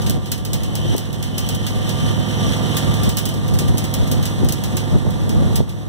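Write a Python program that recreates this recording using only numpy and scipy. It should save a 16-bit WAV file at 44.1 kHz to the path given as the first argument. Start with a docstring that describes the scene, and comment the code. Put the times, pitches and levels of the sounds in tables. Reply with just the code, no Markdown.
"""A glider launch on an open airfield, from a handheld camera some way off the V8 winch.
From the start the engine roars steadily, the running cable hisses and slaps with dry, irregular cracks,
and wind buffets the two microphone ports. Near 1 s the cable begins to sing in spells, rubbing in its
guide. The pull swells at 2.6 s. From 3.4 s the breeze freshens, and towards the end eddies thump the
ports hardest. The level dips briefly after hard gusts; the camera widens the stereo image throughout."""
import sys
import numpy as np
from scipy import signal
from scipy.fft import rfft, irfft
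from scipy.io import wavfile
from scipy.ndimage import uniform_filter1d, map_coordinates

SR = 44100
rng = np.random.default_rng(int(sys.argv[2]) if len(sys.argv) > 2 else 0)


def transcribe(u):
    """Save the signal u as a 16-bit wav file named by the first command-line argument.

    u: samples, shape (n,) or (channels, n), limited to [-1, 1]; the rate is SR.
    q: integer samples, one column per channel.
    """
    v = np.clip(np.atleast_2d(u).T, -1, 1)
    q = np.round(v * 32767).astype(np.int16)
    wavfile.write(sys.argv[1], SR, q)


N = 259308
T = np.arange(N) / SR
HZ = np.maximum(np.fft.rfftfreq(N, 1 / SR), 1)
TOP_HZ = 15450

# Engine speed. Each row: time in seconds, four-stroke cycles per second.
ENGINE_SPEED = [(0, 21.23), (0.65, 21.02), (1.9, 21.14), (2.45, 21.14), (3.1, 21.08), (3.35, 21.1),
                (4.05, 21.25), (4.5, 21.11), (5.1, 21.01), (5.88, 20.95)]
# The pull swells mid-launch. 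Each row: time in seconds, relative engine level in dB.
ENGINE_LEVEL = [(0, -38.5), (0.45, -39), (0.85, -38), (1.7, -37.5), (2.6, -30.5), (3.0, -32.5),
                (3.3, -33.5), (4.4, -34), (5.88, -34.5)]
# Strong exhaust orders. Each row: multiple of the cycle rate, relative level in dB.
STRONG_ORDERS = [(3, -6.5), (4, -9.5), (5, 4), (7, 0), (8, -9.5), (9, -7), (10, -9), (11, -16.5), (12, -11),
                 (14, -30), (15, -21), (17, -21), (18, -37), (22, -22), (24, -19.5), (26, -24.5),
                 (31, -24.5), (42, -29), (44, -25), (67, -21.5), (85, -25.5)]
# Outline of all the weaker orders. Each row: frequency in Hz, relative level in dB.
WEAK_ORDER_SPECTRUM = [(20, -55), (42, -29), (125, -21), (300, -41), (600, -30), (1300, -52), (2200, -40.5)]
# The gears whine most under load. Each row: time in seconds, level in dB against ENGINE_LEVEL.
GEAR_WHINE = [(0, -2.5), (0.7, -7), (1.15, -9), (1.6, -4), (2.2, -5.5), (2.7, -5), (3.3, -3), (3.65, -3.5),
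              (3.85, -9), (4.2, -6), (5.88, -7.5)]
# Noise colours at the microphone. Each row: frequency in Hz, relative level in dB.
ROAR_SPECTRUM = [(30, -44), (70, 1.5), (160, 2), (300, -5.5), (600, -19), (1300, -15.5), (2000, -27.5),
                 (4000, -94), (16000, -73)]
HISS_SPECTRUM = [(800, -19), (1800, 1.5), (2600, 0.5), (3400, 6.5), (4500, -3), (6500, -4.5), (10000, -8.5),
                 (15000, -15)]
CRACK_SPECTRUM = [(300, -17.5), (1200, -9), (2200, 0.5), (3400, 4.5), (5500, 8), (8000, 7), (11000, 5.5),
                  (15000, 6.5)]
WIND_SPECTRUM = [(20, -32), (35, -2.5), (60, 10), (120, 6.5), (200, 1), (400, -16), (800, -31), (1600, -50),
                 (6000, -95)]
# Resonances of the cable guide. Each row: centre in Hz, width in Hz.
GUIDE_MODES = [(3075, 320), (5795, 300)]
# The cable rubs in spells, then runs clear.
# Each row: time in seconds, then hiss, low song and high song in dB.
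CABLE_RUB = [(0, -40.5, -51, -57), (0.42, -43, -48, -58), (0.78, -38, -43, -55),
             (0.84, -37.5, -36.5, -49.5), (0.93, -34.5, -37, -42), (1.0, -38, -43, -51),
             (1.25, -39.5, -45, -60), (1.45, -37, -35.5, -44.5), (1.75, -38.5, -43.5, -57),
             (2.07, -33.5, -38.5, -44), (2.25, -33.5, -38, -51), (2.42, -32, -37.5, -40),
             (2.7, -30, -38, -48), (3.0, -35, -44, -49), (3.28, -36, -34.5, -51), (3.42, -36, -50, -53),
             (4.05, -35, -55.5, -51), (4.9, -36.5, -48, -54), (5.05, -37, -63, -56),
             (5.88, -37.5, -68, -54)]
# Slaps and ticks. Each row: start in seconds, crack in dB, crack decay in seconds, rattle in dB.
CABLE_SLAPS = [(0.017, -38, .008, -33), (0.0625, -35, 0.0054, -27.5), (0.0962, -14.5, 0.0024, -29.5),
               (0.2565, -41, .004, -35.5), (0.3163, -17.5, 0.0082, -25.5), (0.378, -34, .006, -41),
               (0.4495, -25, 0.0067, -32.5), (0.5314, -19.5, 0.008, -26), (0.633, -27, 0.0033, -34),
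               (0.7527, -20, 0.0032, -29.5), (0.9633, -27, 0.0061, -38), (0.98, -18, 0.0027, -33),
               (1.128, -30.5, .004, -36), (1.226, -25, 0.0033, -31), (1.3794, -20.5, 0.0096, -26.5),
               (1.462, -40, 0.0036, -37), (1.4882, -17.5, 0.0034, -28), (1.547, -25, 0.0078, -39),
               (1.665, -24.5, 0.0042, -26.5), (1.8914, -25, .005, -29), (2.285, -37, 0.0018, -39),
               (2.7677, -18.5, 0.012, -24.5), (2.9392, -25, .003, -33), (3.0327, -25.5, 0.0041, -27.5),
               (3.091, -20.5, 0.004, -27.5), (3.1694, -17, 0.0057, -24.5), (3.1836, -19, 0.0069, -31),
               (3.2535, -21.5, 0.008, -28), (3.288, -29, .005, -32), (3.339, -30, 0.0033, -36.5),
               (3.479, -35, .008, -35.5), (3.538, -26, .003, -33), (3.5868, -20, 0.008, -25.5),
               (3.68, -30, 0.0057, -35), (3.772, -27, 0.0043, -34), (3.78, -21, 0.0096, -31),
               (3.8401, -24.5, .004, -33), (3.9383, -18.5, 0.0065, -29.5), (4.075, -32, .007, -35),
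               (4.1137, -20.5, .009, -26.5), (4.226, -29, .006, -30.5), (4.2534, -23, .007, -27),
               (4.446, -27, .003, -39), (4.4863, -20.5, 0.0055, -28), (4.522, -19.5, 0.0076, -29.5),
               (4.637, -23, .0045, -30), (4.7679, -21, 0.0065, -26.5), (5.105, -33, 0.0042, -42),
               (5.292, -24.5, .003, -34), (5.5563, -21, 0.013, -29), (5.691, -41, .005, -39.5)]
# The breeze freshens. Each row: time in seconds, relative level in dB.
BREEZE_LEVEL = [(0, -20.5), (1.3, -20.5), (2.7, -19.5), (3.4, -19.5), (5.88, -14)]
# Gusts at the microphone. Each row: peak time in seconds, relative level in dB, build-up in seconds,
# depth of the dip that follows in dB (none unless positive).
WIND_GUSTS = [(0.175, -18, 0.11, 3.5), (0.74, -25, 0.41, -6.5), (0.945, -15, 0.11, 3.5),
              (1.86, -21, 0.14, -1.5), (2.12, -14.5, 0.065, 2), (2.49, -18, 0.043, 2),
              (3.086, -15, 0.11, 5), (3.745, -17, 0.48, 3), (4.03, -15, 0.044, 2), (4.19, -14.5, 0.075, 3),
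              (4.46, -12.5, 0.058, 3.5), (4.958, -11.5, 0.031, 4), (5.08, -18.5, 0.029, 0),
              (5.38, -11, 0.035, 2.5), (5.535, -15, 0.19, 0), (5.611, -15, 0.021, 10.5)]
# Eddies on the ports. Each row: time in seconds, relative level in dB, half length in milliseconds,
# share on the right port from 0 to 1.
PORT_EDDIES = [(0.127, -10, 1.0, 0.9), (0.138, -11, 0.5, 0.9), (0.856, -9, 0.45, 0.1),
               (0.8965, -10, 1.2, 0.15), (0.9135, -6, 1.2, 0.7), (0.9508, -3, 0.33, 0.02),
               (2.108, -11, 0.6, 0.8), (2.128, -10, 0.55, 0.8), (2.6538, -9, 0.7, 0.4),
               (3.075, -9, 0.6, 0.2), (3.079, -6, 1.0, 0.95), (3.620, -9, 0.5, 0.9), (3.667, -7, 0.7, 0.9),
               (3.7465, -3, 0.7, 0.95), (4.1526, -10, 0.7, 0.8), (4.19, -7, 2.0, 0.9),
               (4.402, -2, 1.1, 0.55), (4.4212, 0.5, 0.8, 0.6), (4.4345, 1, 0.6, 0.6),
               (4.4486, -6, 0.6, 0.9), (4.460, -7, 1.2, 0.9), (4.5005, -11, 0.4, 0.7), (4.506, 0, 1.0, 0.6),
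               (4.664, -10, 0.6, 0.6), (4.953, 0.5, 1.0, 0.85), (4.984, -4, 1.1, 0.9),
               (5.0525, -6, 0.45, 0.9), (5.068, -9, 0.25, 0.1), (5.1635, -8, 0.6, 0.9),
               (5.278, -8, 0.6, 0.85), (5.343, -7, 0.55, 0.85), (5.366, -3, 2.4, 0.98),
               (5.3915, -10, 0.5, 0.9), (5.424, -5, 0.45, 0.9), (5.528, -5, 1.2, 0.95),
               (5.5427, -7, 0.9, 0.95), (5.5855, -11, 0.5, 0.3), (5.605, 0.5, 0.38, 0.85),
               (5.6125, 0, 0.9, 0.75)]


def engine(cycle_hz, level_db, whine_db, tone_db=19.5, roar_db=10, throb=0.17, jitter=0.00181):
    """The winch across the field: exhaust, drone and gears over combustion roar throbbing once a cycle."""
    phase = 2 * np.pi * np.cumsum(cycle_hz * (1 + jitter * walk(24.89))) / SR
    tones = undb(tone_db + walk(30)) * exhaust(phase)
    whine = gear_whine(cycle_hz, phase, whine_db)
    roar_colour = shape(ROAR_SPECTRUM, HZ)
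    roar = undb(roar_db) * (1 + throb * np.cos(phase)) * noise(roar_colour)[0]
    direct = from_winch(tones + roar) + from_winch(whine, lag_s=0.0003)
    scattered = noise(roar_colour)
    return undb(level_db) * (direct + scattered) + from_winch(drone(phase, level_db))


def exhaust(phase, pipe_hz=140, pipe_width_hz=60, waver_db=1.12, count=100):
    """Uneven firings repeat every cycle and ring the pipe; each order wavers in the moving air."""
    orders = np.arange(1, count + 1)
    hz = orders * ENGINE_SPEED[0][1]
    gains = shape(WEAK_ORDER_SPECTRUM, hz)
    for order, db in STRONG_ORDERS:
        gains[order - 1] = undb(db)
    # the pipe holds back the orders near its resonance, so each cycle sweeps downward
    lags = 4 * np.arctan2(hz * pipe_width_hz, pipe_hz ** 2 - hz ** 2)
    lags += rng.standard_normal(count) * (orders / 20) ** 2
    wavers = [undb(waver_db * walk(8.3)) for _ in range(10)]
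    return unit(sum(gain * wavers[k % 10] * np.sin(k * phase - lag)
                    for k, gain, lag in zip(orders, gains, lags)))


def gear_whine(cycle_hz, phase, level_db, order=56, wander=0.003, chatter_db=3):
    """The gears whine at a multiple of the cycle rate, chattering in level and wavering in pitch."""
    play = 2 * np.pi * np.cumsum(cycle_hz * wander * walk(40)) / SR
    return undb(level_db + chatter_db * walk(70)) * np.sin(order * (phase + play))


def drone(phase, engine_db, order=35, level_db=-39, swell_share=0.8):
    """One clean engine order drones on, following only a share of the swell."""
    return undb(level_db + swell_share * (engine_db - engine_db.mean())) * np.sin(order * phase)


def from_winch(x, lag_s=0.00034):
    """The winch stands to the right of the microphone, so its sound reaches the left port later."""
    return np.array([delayed(x, lag_s), x])


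def running_cable(hiss_db, songs_db, flutter_db=0.9, wander=0.005, rasp_db=0.8, core_gain=0.45):
    """The cable hisses; where it rubs unevenly, each guide mode sings with a rasp and a wandering pitch."""
    flutter, grain = flutter_db * walk(30), walk(300)
    out = undb(hiss_db + flutter + grain) * noise(shape(HISS_SPECTRUM, HZ))
    for (hz, width_hz), song_db in zip(GUIDE_MODES, songs_db):
        warped_s = T + np.cumsum(wander * walk(30)) / SR
        pure_core = core_gain * resonance(HZ, hz, width_hz=40)
        ring = noise(resonance(HZ, hz, width_hz) ** 2 * (1 + pure_core))
        ring *= unit(undb(rasp_db * walk(180)))
        song = np.array([map_coordinates(port, [warped_s * SR], mode="mirror") for port in ring])
        out += undb(song_db) * song
    return out


def cable_slaps(snap_db=-3, snap_s=0.0009, rattle_s=0.031, travel_s=0.0009, grain_db=0.5):
    """Each slap cracks, brighter when harder, then rebounds; a duller rattle rings the guide."""
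    out, size = np.zeros((2, N)), SR // 5
    t, hz = T[:size], np.maximum(np.fft.rfftfreq(size, 1 / SR), 100)
    hardest_db = max(row[1] for row in CABLE_SLAPS)
    octaves = np.log2(hz / 8000)
    rattle_body = undb(-5.5 * octaves) * abs(1 + resonance(hz, *GUIDE_MODES[0]))
    # bending waves run along the cable: the highest arrive first, lower ones lag by travel_s * (sqrt(TOP_HZ /
    # f) - 1)
    bending = np.exp(-2j * np.pi * travel_s * (2 * np.sqrt(hz * TOP_HZ) - hz))
    attack, rattle = 1 - np.exp(-t / .0001), np.exp(-t / rattle_s)
    for start_s, crack_db, crack_s, rattle_db in CABLE_SLAPS:
        db_per_octave = 0.8 - 0.014 * (hardest_db - crack_db) - 0.05 * rng.standard_normal()
        colour = shape(CRACK_SPECTRUM, hz) * undb(db_per_octave * octaves)
        steps = np.repeat(rng.standard_normal(size // 20 + 1), 20)[:size]
        grains = unit(undb(grain_db * steps))
        contacts = undb(snap_db) * np.exp(-t / snap_s) + rebounds(t)
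        crack = np.hypot(np.exp(-t / crack_s), contacts)
        start = int(start_s * SR)
        for envelope, db, body in ((crack, crack_db, 1), (rattle, rattle_db, rattle_body)):
            burst = unit(filtered(rng.standard_normal((2, size)), colour * body))
            arrived = filtered(burst * grains * attack * envelope, bending)
            out[:, start:start + size] += undb(db) * arrived[:, :N - start]
    return out


def rebounds(t, count=3, gap_s=0.009, loss_db=6, tick_s=0.0018):
    """Envelope of the ever weaker ticks with which the cable settles after a slap."""
    contacts_s = np.cumsum(gap_s * rng.uniform(.6, 1.4, count))
    return sum(undb(-loss_db * k) * (t > s) * np.exp(-abs(t - s) / tick_s)
               for k, s in enumerate(contacts_s, 1))


def wind(level_db, rumble_db=-4.5, flurry_db=2.5, tear_db=-18, push_db=-11, growth=0.99):
    """Right on the microphone: turbulence rumbles and tears at each port, and pushes on both at once."""
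    flurry = flurry_db * np.array([walk(45), walk(45)])
    colour = shape(WIND_SPECTRUM, HZ)
    rumble = undb(level_db + rumble_db + flurry) * noise(colour)
    force = undb(level_db.max() + growth * (level_db - level_db.max() + flurry))
    tear = undb(tear_db) * noise(colour * low_cut(600))
    push = undb(push_db) * noise(colour * low_cut(130))[0]
    return rumble + force * (tear + push)


def wind_strength(breeze_db, fall_s=0.02):
    """Wind level in dB: each gust swells out of the breeze and falls away quickly."""
    power = undb(breeze_db) ** 2
    for peak_s, db, build_s, _ in WIND_GUSTS:
        width_s = np.where(T < peak_s, build_s, fall_s)
        power += undb(db) ** 2 * np.exp(-((T - peak_s) / width_s) ** 2)
    return 10 * np.log10(power)


def eddies():
    """An eddy pushes on a port, then leaves a weaker suction twice as long; ports pass no deep bass."""
    out = np.zeros((2, N))
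    for s, db, half_ms, right in PORT_EDDIES:
        near = slice(int((s - .03) * SR), int((s + .03) * SR))
        passage = (T[near] - s) * 1000 / half_ms
        push = np.exp(-passage ** 2 / 2)
        suction = np.exp(-(passage - 3.5) ** 2 / 8) / 2
        out[:, near] += np.outer([1 - right, right], undb(db) * (push - suction))
    return filtered(out, low_cut(45, order=4))


def gust_dips(attack_s=0.0065, hold_s=0.16, recovery_db_per_s=5):
    """Level change in dB: a quick drop as a hard gust breaks, a short hold, a steady climb back."""
    deepest = np.zeros(N)
    for peak_s, _, _, dip_db in WIND_GUSTS:
        onset = np.clip((T - peak_s) / attack_s, 0, 1)
        recovered_db = recovery_db_per_s * np.maximum(T - peak_s - hold_s, 0)
        deepest = np.maximum(deepest, onset * (dip_db - recovered_db))
    return -deepest


def undb(db):
    """Decibels to gain."""
    return 10 ** (np.asarray(db) / 20)


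def unit(x):
    """Scale to rms 1."""
    return x / np.sqrt(np.mean(x ** 2))


def curves(table):
    """Each column after the time as a value per sample."""
    times, *columns = np.transpose(table)
    return [np.interp(T, times, column) for column in columns]


def shape(spectrum, hz):
    """Gain of a spectrum table at the given frequencies."""
    points_hz, db = np.transpose(spectrum)
    return undb(np.interp(np.log(hz), np.log(points_hz), db))


def resonance(hz, centre_hz, width_hz):
    """Gain of one resonance, 1 at its centre."""
    return 1 / (1 + 2j * (hz - centre_hz) / width_hz)


def low_cut(corner_hz, order=2):
    """Gain that rolls off the bass."""
    return HZ ** order / (HZ ** order + corner_hz ** order)


def filtered(x, gain):
    """Apply a gain per frequency."""
    return irfft(rfft(x) * gain, x.shape[-1])


def delayed(x, seconds):
    """Delay by a fraction of a millisecond."""
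    return filtered(x, np.exp(-2j * np.pi * HZ * seconds))


def noise(gain):
    """Coloured noise, unrelated at the two ports."""
    return unit(filtered(rng.standard_normal((2, N)), gain))


def walk(rate):
    """Random levels held 1 / rate seconds and smoothed twice; spread near 1."""
    hold = max(int(SR / rate), 2)
    held = np.repeat(rng.standard_normal(N // hold + 1), hold)
    return unit(uniform_filter1d(uniform_filter1d(held, hold), hold)[:N])


def scene():
    """From the camera position: the winch some way off, its cable, and wind on the two ports."""
    cycle_hz, = curves(ENGINE_SPEED)
    engine_db, = curves(ENGINE_LEVEL)
    whine_db, = curves(GEAR_WHINE)
    hiss_db, *songs_db = curves(CABLE_RUB)
    breeze_db, = curves(BREEZE_LEVEL)
    dip_db = gust_dips()
    steady = engine(cycle_hz, engine_db, whine_db) + running_cable(hiss_db, songs_db)
    return undb(dip_db) * steady + cable_slaps() + wind(wind_strength(breeze_db + dip_db)) + eddies()


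def record(dry, crossfeed=0.79, lag_s=0.000425):
    """The camera widens: each channel loses a delayed share of the other. Peaks round off, the top is cut."""
    wide = dry - crossfeed * delayed(dry[::-1], lag_s)
    rounded = wide / (1 + wide ** 4) ** (1 / 4)
    return signal.sosfilt(signal.ellip(8, .2, 70, TOP_HZ, fs=SR, output="sos"), rounded)


dry = scene()
out = record(dry)
transcribe(out)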